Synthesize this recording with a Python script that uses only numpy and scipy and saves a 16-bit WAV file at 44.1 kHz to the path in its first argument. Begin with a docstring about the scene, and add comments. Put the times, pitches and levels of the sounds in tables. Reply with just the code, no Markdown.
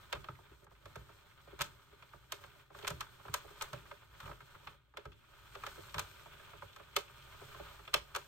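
"""A small, quiet room, where a round plastic knitting machine is cranked slowly on a wooden floor.
Needles snap over the cam (the ramp that lifts them) and knock in their slots. Loose parts knock dully,
and the frame rocks on its legs with soft thumps. Underneath, the ring of needles rubs round
in the hollow shell and yarn scrapes over the hooks."""
import sys
import numpy as np
from scipy import signal
from scipy.fft import rfft, irfft, next_fast_len
from scipy.io import wavfile
from scipy.ndimage import uniform_filter1d

SR = 44100
rng = np.random.default_rng(int(sys.argv[2]) if len(sys.argv) > 2 else 0)


def materialize(psi):
    """Save the field psi as 16-bit PCM at rate SR to the path in sys.argv[1].

    A 1-D psi becomes a single channel; in a 2-D psi each row is a channel.
    """
    bounded = np.clip(np.atleast_2d(psi).T, -1, 1)
    quanta = np.round(bounded * 32767).astype(np.int16)
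    wavfile.write(sys.argv[1], SR, quanta)


N = 364707
HIT_SIZE = 8192  # samples in one blow

# needles snap over the cam; the last three columns shape the tone:
# (time [s], level [dB], low weight [dB], middle clack [dB], high sharpness [dB])
NEEDLE_SNAPS = [(0.127, -26, -15.5, -9, -19.5), (0.243, -41, -19, -11, -26), (0.643, -61, -7, -21, -4.5),
                (0.856, -42.5, -12.5, -13.5, -20.5), (0.957, -36.5, -14, -18.5, -20.5),
                (1.591, -35, -18, -18, -21), (1.601, -35, -15, -11, -25), (1.609, -26.5, -27, -9, -15),
                (1.617, -28.5, -36, -8.5, -5.5), (2.024, -45.5, -20.5, -11.5, -27),
                (2.321, -30.5, -16, -8, -10), (2.438, -41, -17.5, -14, -27),
                (2.788, -42.5, -11.5, -14, -19), (2.847, -31.5, -23, -14, -32),
                (2.87, -30.5, -27, -15, -19), (2.877, -29, -20, -8, -7), (2.903, -34.5, -11, -16, -11.5),
                (3.007, -28, -39, -13, -16.5), (3.34, -24, -22.5, -14, -8), (3.611, -29.5, -22, -12, -22),
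                (3.621, -30.5, -32, -15.5, -7.5), (3.731, -32, -14.5, -18, -19.5),
                (3.913, -36.5, -17, -16, -36), (4.202, -38, -30, -15, -21), (4.672, -35, -24, -11, -31),
                (4.971, -33, -13, -14, -23), (5.054, -39.5, -9.5, -19.5, -25.5),
                (5.119, -55.5, -23, -2.5, -22), (5.552, -36.5, -13, -15, -25), (5.636, -31, -23, -20, -30),
                (5.665, -32, -20, -13.5, -17.5), (5.943, -29.5, -21.5, -16, -20.5),
                (5.982, -27.5, -21, -11.5, -19), (5.993, -29, -20, -12, -8),
                (6.762, -41.5, -19, -16.5, -18.5), (6.964, -22, -15, -8, -9.5),
                (7.877, -40.5, -18, -5, -34), (7.94, -18, -19, -6.5, -12), (8.149, -26.5, -21, -14, -19.5),
                (8.161, -27.5, -17, -14.5, -12.5)]
# loose parts knock in the ring and gears: (time [s], level [dB], centre pitch [Hz])
LOOSE_KNOCKS = [(0.156, -40, 1250), (0.286, -36.5, 1270), (0.388, -48.5, 912), (0.508, -50.5, 388),
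                (0.62, -52.5, 398), (0.667, -51.5, 1310), (0.713, -53, 926), (1.091, -47, 1010),
                (1.472, -47, 606), (1.524, -43.5, 410), (1.923, -53, 440), (2.135, -44.5, 1170),
                (2.703, -48.5, 872), (2.747, -43, 1270), (2.827, -39, 600), (2.91, -38, 1170),
                (3.197, -48.5, 1100), (3.252, -41.5, 1040), (3.282, -40.5, 1230), (3.445, -43.5, 626),
                (3.499, -48, 371), (4.229, -48, 1300), (4.256, -44, 1280), (4.276, -41, 1310),
                (4.293, -40.5, 926), (4.313, -39.5, 1110), (4.405, -46, 1650), (4.548, -47.5, 1270),
                (4.938, -52, 1120), (5.775, -40, 397), (5.959, -39, 1030), (6.258, -43.5, 930),
                (6.335, -49, 1300), (6.397, -48.5, 1550), (6.473, -49, 1130), (6.533, -44.5, 1090),
                (6.622, -38.5, 1110), (6.797, -44.5, 1100), (7.097, -53.5, 1170), (7.341, -50, 1250),
                (7.414, -41, 695), (7.546, -42.5, 1330), (7.597, -37, 636), (7.792, -47.5, 1190)]
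# the frame rocks on its legs: (time [s], level [dB], pitch of the push [Hz])
FRAME_THUMPS = [(0.146, -40, 77.5), (0.286, -46.5, 132), (0.506, -59, 113), (0.849, -50, 86.1),
                (0.964, -45, 129), (1.598, -41.5, 137), (2.142, -57, 88.8), (2.908, -38, 120),
                (3.287, -43.5, 143), (3.73, -41, 143), (4.231, -42, 99.6), (4.66, -49, 116),
                (5.054, -44, 127), (5.95, -42.5, 78.1), (6.534, -52, 132), (7.429, -60, 91.5),
                (7.56, -58, 78.1), (7.946, -45, 127)]


def needles(gain_db=27, body_db=-6.5, drag_s=0.0065, drag_top_hz=4500, lead_s=0.0004,
            ring_db=-21, ring_t60=0.06, bounce_db=-18, bounce_s=0.022):
    """Each needle drags dully on the cam, snaps free, rings briefly and bounces twice in its slot."""
    # the tones a needle rings with: (pitch [Hz], level [dB])
    needle_tones = [(2122, 3), (2405, 3.5), (2613, -4.5), (3054, 0), (3461, 2.5), (4369, -3), (5241, -5),
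                    (6493, -12.5)]
    # the tone colour all snaps share: (frequency [Hz], level [dB])
    snap_colour = [(100, -9), (280, -10), (450, 1.5), (750, -3), (1250, 1), (2000, -3.5), (3000, -3.5),
                   (5000, -5.5), (8000, -1.5), (14000, 0.5), (16000, -17)]
    out, hz, t = np.zeros((2, N)), bins(HIT_SIZE), np.arange(HIT_SIZE) / SR
    tone_hz, tone_db = np.transpose(needle_tones)[:, :, None]
    drag_db = -17 - 20 * np.log10(1 + (hz / drag_top_hz) ** 2)
    for s, level_db, weight_db, clack_db, sharp_db in NEEDLE_SNAPS:
        balance = [(410, weight_db + 2.5), (590, weight_db + 9), (850, body_db), (1700, body_db),
                   (2800, clack_db + 7), (7000, sharp_db + 3), (13000, sharp_db - 4)]
        colour_db = gain_db + level_db + at_hz(balance, hz) + at_hz(snap_colour, hz)
        add(out, s - drag_s, contact(colour_db + drag_db, rattle_s=0.0052, crack_s=0.0037))
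        add(out, s - lead_s, contact(colour_db, rattle_s=0.0045, crack_s=0.0026))
        chance_db = 3.5 * rng.standard_normal((2, len(needle_tones), 1))
        strength = from_db(level_db + clack_db + ring_db + tone_db + chance_db)
        ringing = (strength * np.sin(2 * np.pi * tone_hz * t)).sum(1)
        add(out, s, ringing * die_away(t, ring_t60))
        for k, gap in enumerate(np.cumsum(bounce_s * rng.uniform(0.59, 1.0, 2))):
            add(out, s + gap, contact(colour_db + bounce_db - 7 * k, rattle_s=0.005, crack_s=0.0088))
    return out


def knocks(gain_db=25, lead_s=0.00045, settle_db=-11, settle_s=0.012):
    """Loose parts of the ring and gears knock dully, then settle with a softer second touch."""
    out, hz = np.zeros((2, N)), bins(HIT_SIZE)
    for s, level_db, centre_hz in LOOSE_KNOCKS:
        octaves = np.log2((hz + 1) / centre_hz)
        hump_db = np.minimum(5.5 * octaves, -13 * octaves)  # strongest at the centre pitch
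        colour_db = gain_db + level_db + hump_db
        add(out, s - lead_s, contact(colour_db, rattle_s=0.0035))
        add(out, s + settle_s * rng.uniform(0.82, 1.2), contact(colour_db + settle_db, rattle_s=0.004))
    return out


def contact(colour_db, rattle_s, crack_s=0.0032, travel_s=0.024, bend_hz=290, split_hz=2000,
            far_db=-7, left_lag_s=0.000146):
    """One blow: a sharp crack straight from the spot, and echoes that run both ways round the ring."""
    # how alike left and right are: (frequency [Hz], likeness [0-1])
    likeness = [(100, 1), (500, 0), (1200, 0.88), (2200, 0.36), (5000, 0.35), (8000, 0), (15000, 0.5)]
    t, hz = np.arange(HIT_SIZE) / SR, bins(HIT_SIZE)
    decays = np.reshape([crack_s, rattle_s, rattle_s], (3, 1, 1))
    bursts = rfft(rng.standard_normal((3, 2, HIT_SIZE)) * np.sqrt(t) * np.exp(-t / decays))
    bursts = bursts / np.sqrt(uniform_filter1d(abs(bursts) ** 2, size=90))  # even out the tone
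    crack, near, far = [stereo(pair, likeness, hz) for pair in bursts]
    # the crack reaches the left side of the microphone later
    crack = crack * np.exp(-2j * np.pi * hz * left_lag_s * np.array([[1], [0]]))
    # low bending waves travel slowly, so the bass comes late, and twice as late the far way round
    delay = np.exp(-2j * np.pi * travel_s * bend_hz * np.arctan(hz / bend_hz))
    bending = near * delay + from_db(far_db) * far * delay ** 2
    blend = (hz * crack + split_hz * bending) / np.hypot(hz, split_hz)  # the crack takes the highs
    fade = np.cos(np.pi / 2 * t / t[-1]) ** 2
    return irfft(blend * from_db(colour_db)) * fade


def frame(gain_db=2.5, rise_s=0.014, nudge_hz=135, nudge_db=-11, nudge_lag_s=0.00782):
    """A shift of weight sets the frame swinging with a low thump; every knock nudges it too."""
    # the tones of the frame on its legs: (pitch [Hz], level [dB], time to fade by 60 dB [s])
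    frame_tones = [(53.5, -21, 0.4), (65.2, -4.5, 0.15), (93.5, -6.5, 0.25), (127.5, -4.5, 0.15),
                   (156.3, -5, 0.12), (176, -9.5, 0.057), (246, -11.5, 0.077)]
    out, t = np.zeros((2, N)), np.arange(SR // 2) / SR
    hz, tone_db, t60 = np.transpose(frame_tones)[:, :, None]
    nudges = [(s + nudge_lag_s, db + nudge_db, nudge_hz) for s, db, _ in LOOSE_KNOCKS]
    for s, level_db, push_hz in list(FRAME_THUMPS) + nudges:
        octaves_away = abs(np.log2(hz / push_hz))
        strength = from_db(tone_db - 5 * octaves_away + 3.5 * rng.standard_normal(hz.shape))
        swing = np.sin(2 * np.pi * (hz * t + rng.random(hz.shape))) * die_away(t, t60)
        thump = (strength * swing).sum(0) * (1 - np.exp(-t / rise_s))
        add(out, s, from_db(level_db + gain_db) * thump)
    return out * from_db([[-0.5], [0.5]])  # a little to the right


def turning(rub_db=-67, hiss_db=-71, rumble_db=-67):
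    """Sliding plastic rubs and hisses, and the gears rumble; blows stir up the rub and the rumble."""
    # the tone colours of the three noises: (frequency [Hz], level [dB])
    rub_colour = [(100, 8.5), (260, -14.5), (450, -6.5), (750, -1.5), (1300, 3.5), (2000, -1.5),
                  (3200, -1.5), (4500, -10.5), (7000, -43), (15000, -16)]
    hiss_colour = [(2000, 0), (4500, 6), (6500, 5), (8500, 8.5), (10500, -5), (12500, 6), (14500, 8),
                   (15800, -24)]
    rumble_colour = [(22, -40), (35, -22.5), (55, 7.5), (75, -5.5), (95, -1.5), (130, 0), (190, -16),
                     (300, -20.5), (1000, -54)]
    # yarn catches on the hooks, and gear teeth touch:
    # (rate [per s], lowest pitch [Hz], highest pitch [Hz], boost over the rub [dB], spread [dB])
    yarn_ticks = (16, 1000, 3500, 35, 8.4)
    gear_taps = (10, 425, 750, 34.9, 5.5)
    slide_db = sliding()
    rub_gain = np.hypot(from_db(rub_db + slide_db), from_db(-34) * shaking(NEEDLE_SNAPS, swell_s=0.015))
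    rumble_gain = np.hypot(from_db(rumble_db + 0.51 * slide_db),
                           from_db(-16) * shaking(FRAME_THUMPS, swell_s=0.036))
    rub = rub_gain * groove(friction(rub_colour, grain_db=4))
    hiss = from_db(hiss_db + 1.26 * slide_db) * groove(friction(hiss_colour, grain_db=2.5))
    rumble = rumble_gain * friction(rumble_colour, grain_db=0.7)
    ticks = faint_contacts(rub_db + slide_db, *yarn_ticks)
    taps = faint_contacts(rub_db + slide_db, *gear_taps)
    return rub + hiss + rumble + ticks + taps


def sliding(usual_db=-60):
    """How hard the ring slides, in dB above its usual level; it sinks wherever the ring stalls."""
    # how hard the ring slides round: (time [s], level [dB])
    effort = [(0.0, -60), (0.8, -68), (0.9, -62), (1.39, -65.5), (1.69, -60.6), (1.79, -65), (2.29, -65.5),
              (2.39, -59.5), (2.69, -65), (2.79, -56.4), (3.09, -61), (3.69, -57), (4.09, -65.5),
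              (4.28, -55.5), (4.38, -63.5), (4.98, -60), (5.08, -71), (5.68, -55), (6.88, -63),
              (7.57, -55.5), (8.07, -62.5), (8.27, -58)]
    # the ring almost stops: (time [s], half length [s], level change [dB])
    stalls = [(0.677, 0.026, -9.5), (2.68, 0.047, -5.5), (4.882, 0.13, -15.5)]
    t = np.arange(N) / SR
    effort_db = np.interp(t, *np.transpose(effort)) - usual_db
    stall_db = sum(depth_db * np.exp(-((t - middle) / half) ** 4) for middle, half, depth_db in stalls)
    return effort_db + stall_db


def shaking(blows, swell_s):
    """Each blow shakes the machine: a gain that swells to the blow's level and dies away."""
    out, age = np.zeros((1, N)), np.arange(SR) / SR / swell_s
    for s, level_db, *_ in blows:
        add(out, s, from_db(level_db) * age * np.exp(1 - age))
    return out[0]


def friction(colour, grain_db):
    """Rubbing is countless tiny slips; a larger grain_db makes them more uneven."""
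    # how alike left and right are: (frequency [Hz], likeness [0-1])
    likeness = [(60, 0.76), (130, 0.74), (300, 0.23), (700, 0.15), (1300, 0.89), (2400, 0.022),
                (5000, 0.053), (12000, 0.54)]
    slips = rng.standard_normal((2, N)) * from_db(grain_db * (drift(400) + drift(45)) / 2)
    hz = bins(N)
    spectrum = stereo(rfft(slips), likeness, hz) * from_db(at_hz(colour, hz))
    return rms_one(irfft(spectrum, N))


def faint_contacts(rub_db, per_s, low_hz, high_hz, gain_db, spread_db):
    """Small blows at random times, louder when the rubbing is louder."""
    out, hz = np.zeros((2, N)), bins(HIT_SIZE)
    draws = rng.random((400, 3))
    for when, pitch, size in draws[:int(per_s * N / SR)]:
        at = int(when * N)
        centre_hz = low_hz * (high_hz / low_hz) ** pitch
        hump_db = -17 * abs(np.log2((hz + 1) / centre_hz))
        level_db = rub_db[at] + gain_db + spread_db * (2 * size - 1)
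        add(out, at / SR, contact(level_db + hump_db, rattle_s=0.0055))
    return out


def yarn(gain_db=-71.5):
    """Yarn scrapes over the hooks as the ring moves, louder when it is drawn tight."""
    # how tightly the yarn is drawn: (time [s], level change [dB])
    tightness = [(0.0, -18.5), (5.2, -3.5), (5.7, -8.5), (6.6, 1.5), (8.27, -12)]
    # the tone colour of the scrape: (frequency [Hz], level [dB])
    scrape_colour = [(1000, -35), (1900, -18), (2400, 4.5), (2900, 3), (3400, 0.5), (4200, -13.5),
                     (8000, -31)]
    drag_db = np.interp(np.arange(N) / SR, *np.transpose(tightness))
    return from_db(gain_db + sliding() + drag_db) * groove(friction(scrape_colour, grain_db=4))


def groove(x, t60=0.088, wet_db=-9):
    """The groove that the ring runs in rings briefly at many closely spaced pitches."""
    t = np.arange(HIT_SIZE) / SR
    echoes = rms_one(rng.standard_normal(HIT_SIZE) * die_away(t, t60)) / np.sqrt(HIT_SIZE)
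    return rms_one(x + from_db(wet_db) * signal.fftconvolve(x, echoes[None], axes=1)[:, :N])


def shell(x):
    """The hollow shell lifts some pitches and weakens a few, differently toward each side."""
    # where the shell rings: (pitch [Hz], width [Hz], lift [dB], left minus right [dB])
    resonances = [(367.4, 85, 9.5, 3), (414.5, 37, 8.5, -4), (464, 18, -12, 4), (579, 45, 7, -10.5),
                  (739, 75, -4.5, -3), (934, 450, 5, 0), (1297, 133, 6.5, -1), (1600, 108, 5.5, -1.5),
                  (2160, 35, 4.5, -4), (2392, 74, 4.5, 0.5), (2626, 100, 4.5, 0.5), (3170, 230, 4, -2),
                  (3416, 69, 6, 5), (3677, 37, 5.5, -8), (4176, 350, 5, 5), (5214, 94, 3.5, 7),
                  (6580, 115, 1, 15), (10220, 1450, -2, -2.5)]
    size = next_fast_len(N + HIT_SIZE)
    hz, response = bins(size) + 1e-6, 1
    for centre_hz, width_hz, lift_db, pan_db in resonances:
        resonance = 1 / (1 + 1j * (hz ** 2 - centre_hz ** 2) / (hz * width_hz))
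        lift = from_db([[lift_db + pan_db / 2], [lift_db - pan_db / 2]])
        response = response * (1 + (lift - 1) * resonance)
    return irfft(rfft(x, size) * response)[:, :N]


def room(x, t60=0.27, wet_db=-15, echo_db=-25, echo_s=0.023, wall_hz=6000):
    """The small room adds a short, dull tail and one scattered echo off the wall."""
    t = np.arange(SR // 2) / SR
    tail = rng.standard_normal((2, len(t))) * die_away(t, t60) * (t > 0.006)
    echo = rng.standard_normal((2, len(t))) * np.exp(-((t - echo_s) / 0.009) ** 2)
    response = (from_db(wet_db) * rms_one(tail) + from_db(echo_db) * rms_one(echo)) / np.sqrt(len(t))
    response = signal.sosfilt(signal.butter(1, wall_hz, fs=SR, output="sos"), response)
    return x + signal.fftconvolve(x, response, axes=1)[:, :N]


def from_db(db):
    """Turn decibels into a gain to multiply by."""
    return 10 ** (np.asarray(db) / 20)


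def rms_one(x):
    """Scale a sound to an average strength (rms) of 1."""
    return x / np.sqrt(np.mean(x ** 2) + 1e-20)


def die_away(t, t60):
    """A fade that falls by 60 dB in t60 seconds."""
    return np.exp(-np.log(1000) * t / t60)


def at_hz(points, hz):
    """Read between (frequency, value) points, with every octave equally wide."""
    known_hz, values = np.transpose(points)
    return np.interp(np.log(hz + 1e-9), np.log(known_hz), values)


def bins(size):
    """The frequencies in the spectrum of a sound this many samples long."""
    return np.fft.rfftfreq(size, 1 / SR)


def add(out, s, sound):
    """Mix a sound in at s seconds."""
    start = max(round(s * SR), 0)
    out[:, start:start + sound.shape[-1]] += sound[..., :N - start]


def stereo(pair, likeness, hz):
    """Two unrelated spectra become left and right: one is shared, the other is added with opposite signs."""
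    alike = np.clip(at_hz(likeness, hz), -1, 1)
    return np.sqrt((1 + alike) / 2) * pair[0] + np.sqrt((1 - alike) / 2) * pair[1] * [[1], [-1]]


def drift(per_s):
    """A random wander that heads for a new value per_s times a second."""
    knots = rng.standard_normal(4000)
    return np.interp(np.arange(N) / SR * per_s, np.arange(len(knots)), knots)


def scene():
    """Snaps and knocks echo in the room; the shell colours everything but the frame's thumps."""
    blows = room(needles() + knocks())
    return shell(blows + turning() + yarn()) + frame()


def record(dry, cutoff_hz=16000):
    """The microphone has a dip in the treble, and the very top is cut off."""
    # the microphone's tone colour: (frequency [Hz], gain [dB])
    treble_dip = [(9500, 2), (10200, -15), (11200, -24), (11900, 1.5)]
    coloured = irfft(rfft(dry) * from_db(at_hz(treble_dip, bins(N))), N)
    return signal.sosfilt(signal.ellip(10, 0.2, 80, cutoff_hz, fs=SR, output="sos"), coloured)


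dry = scene()
out = record(dry)
materialize(out)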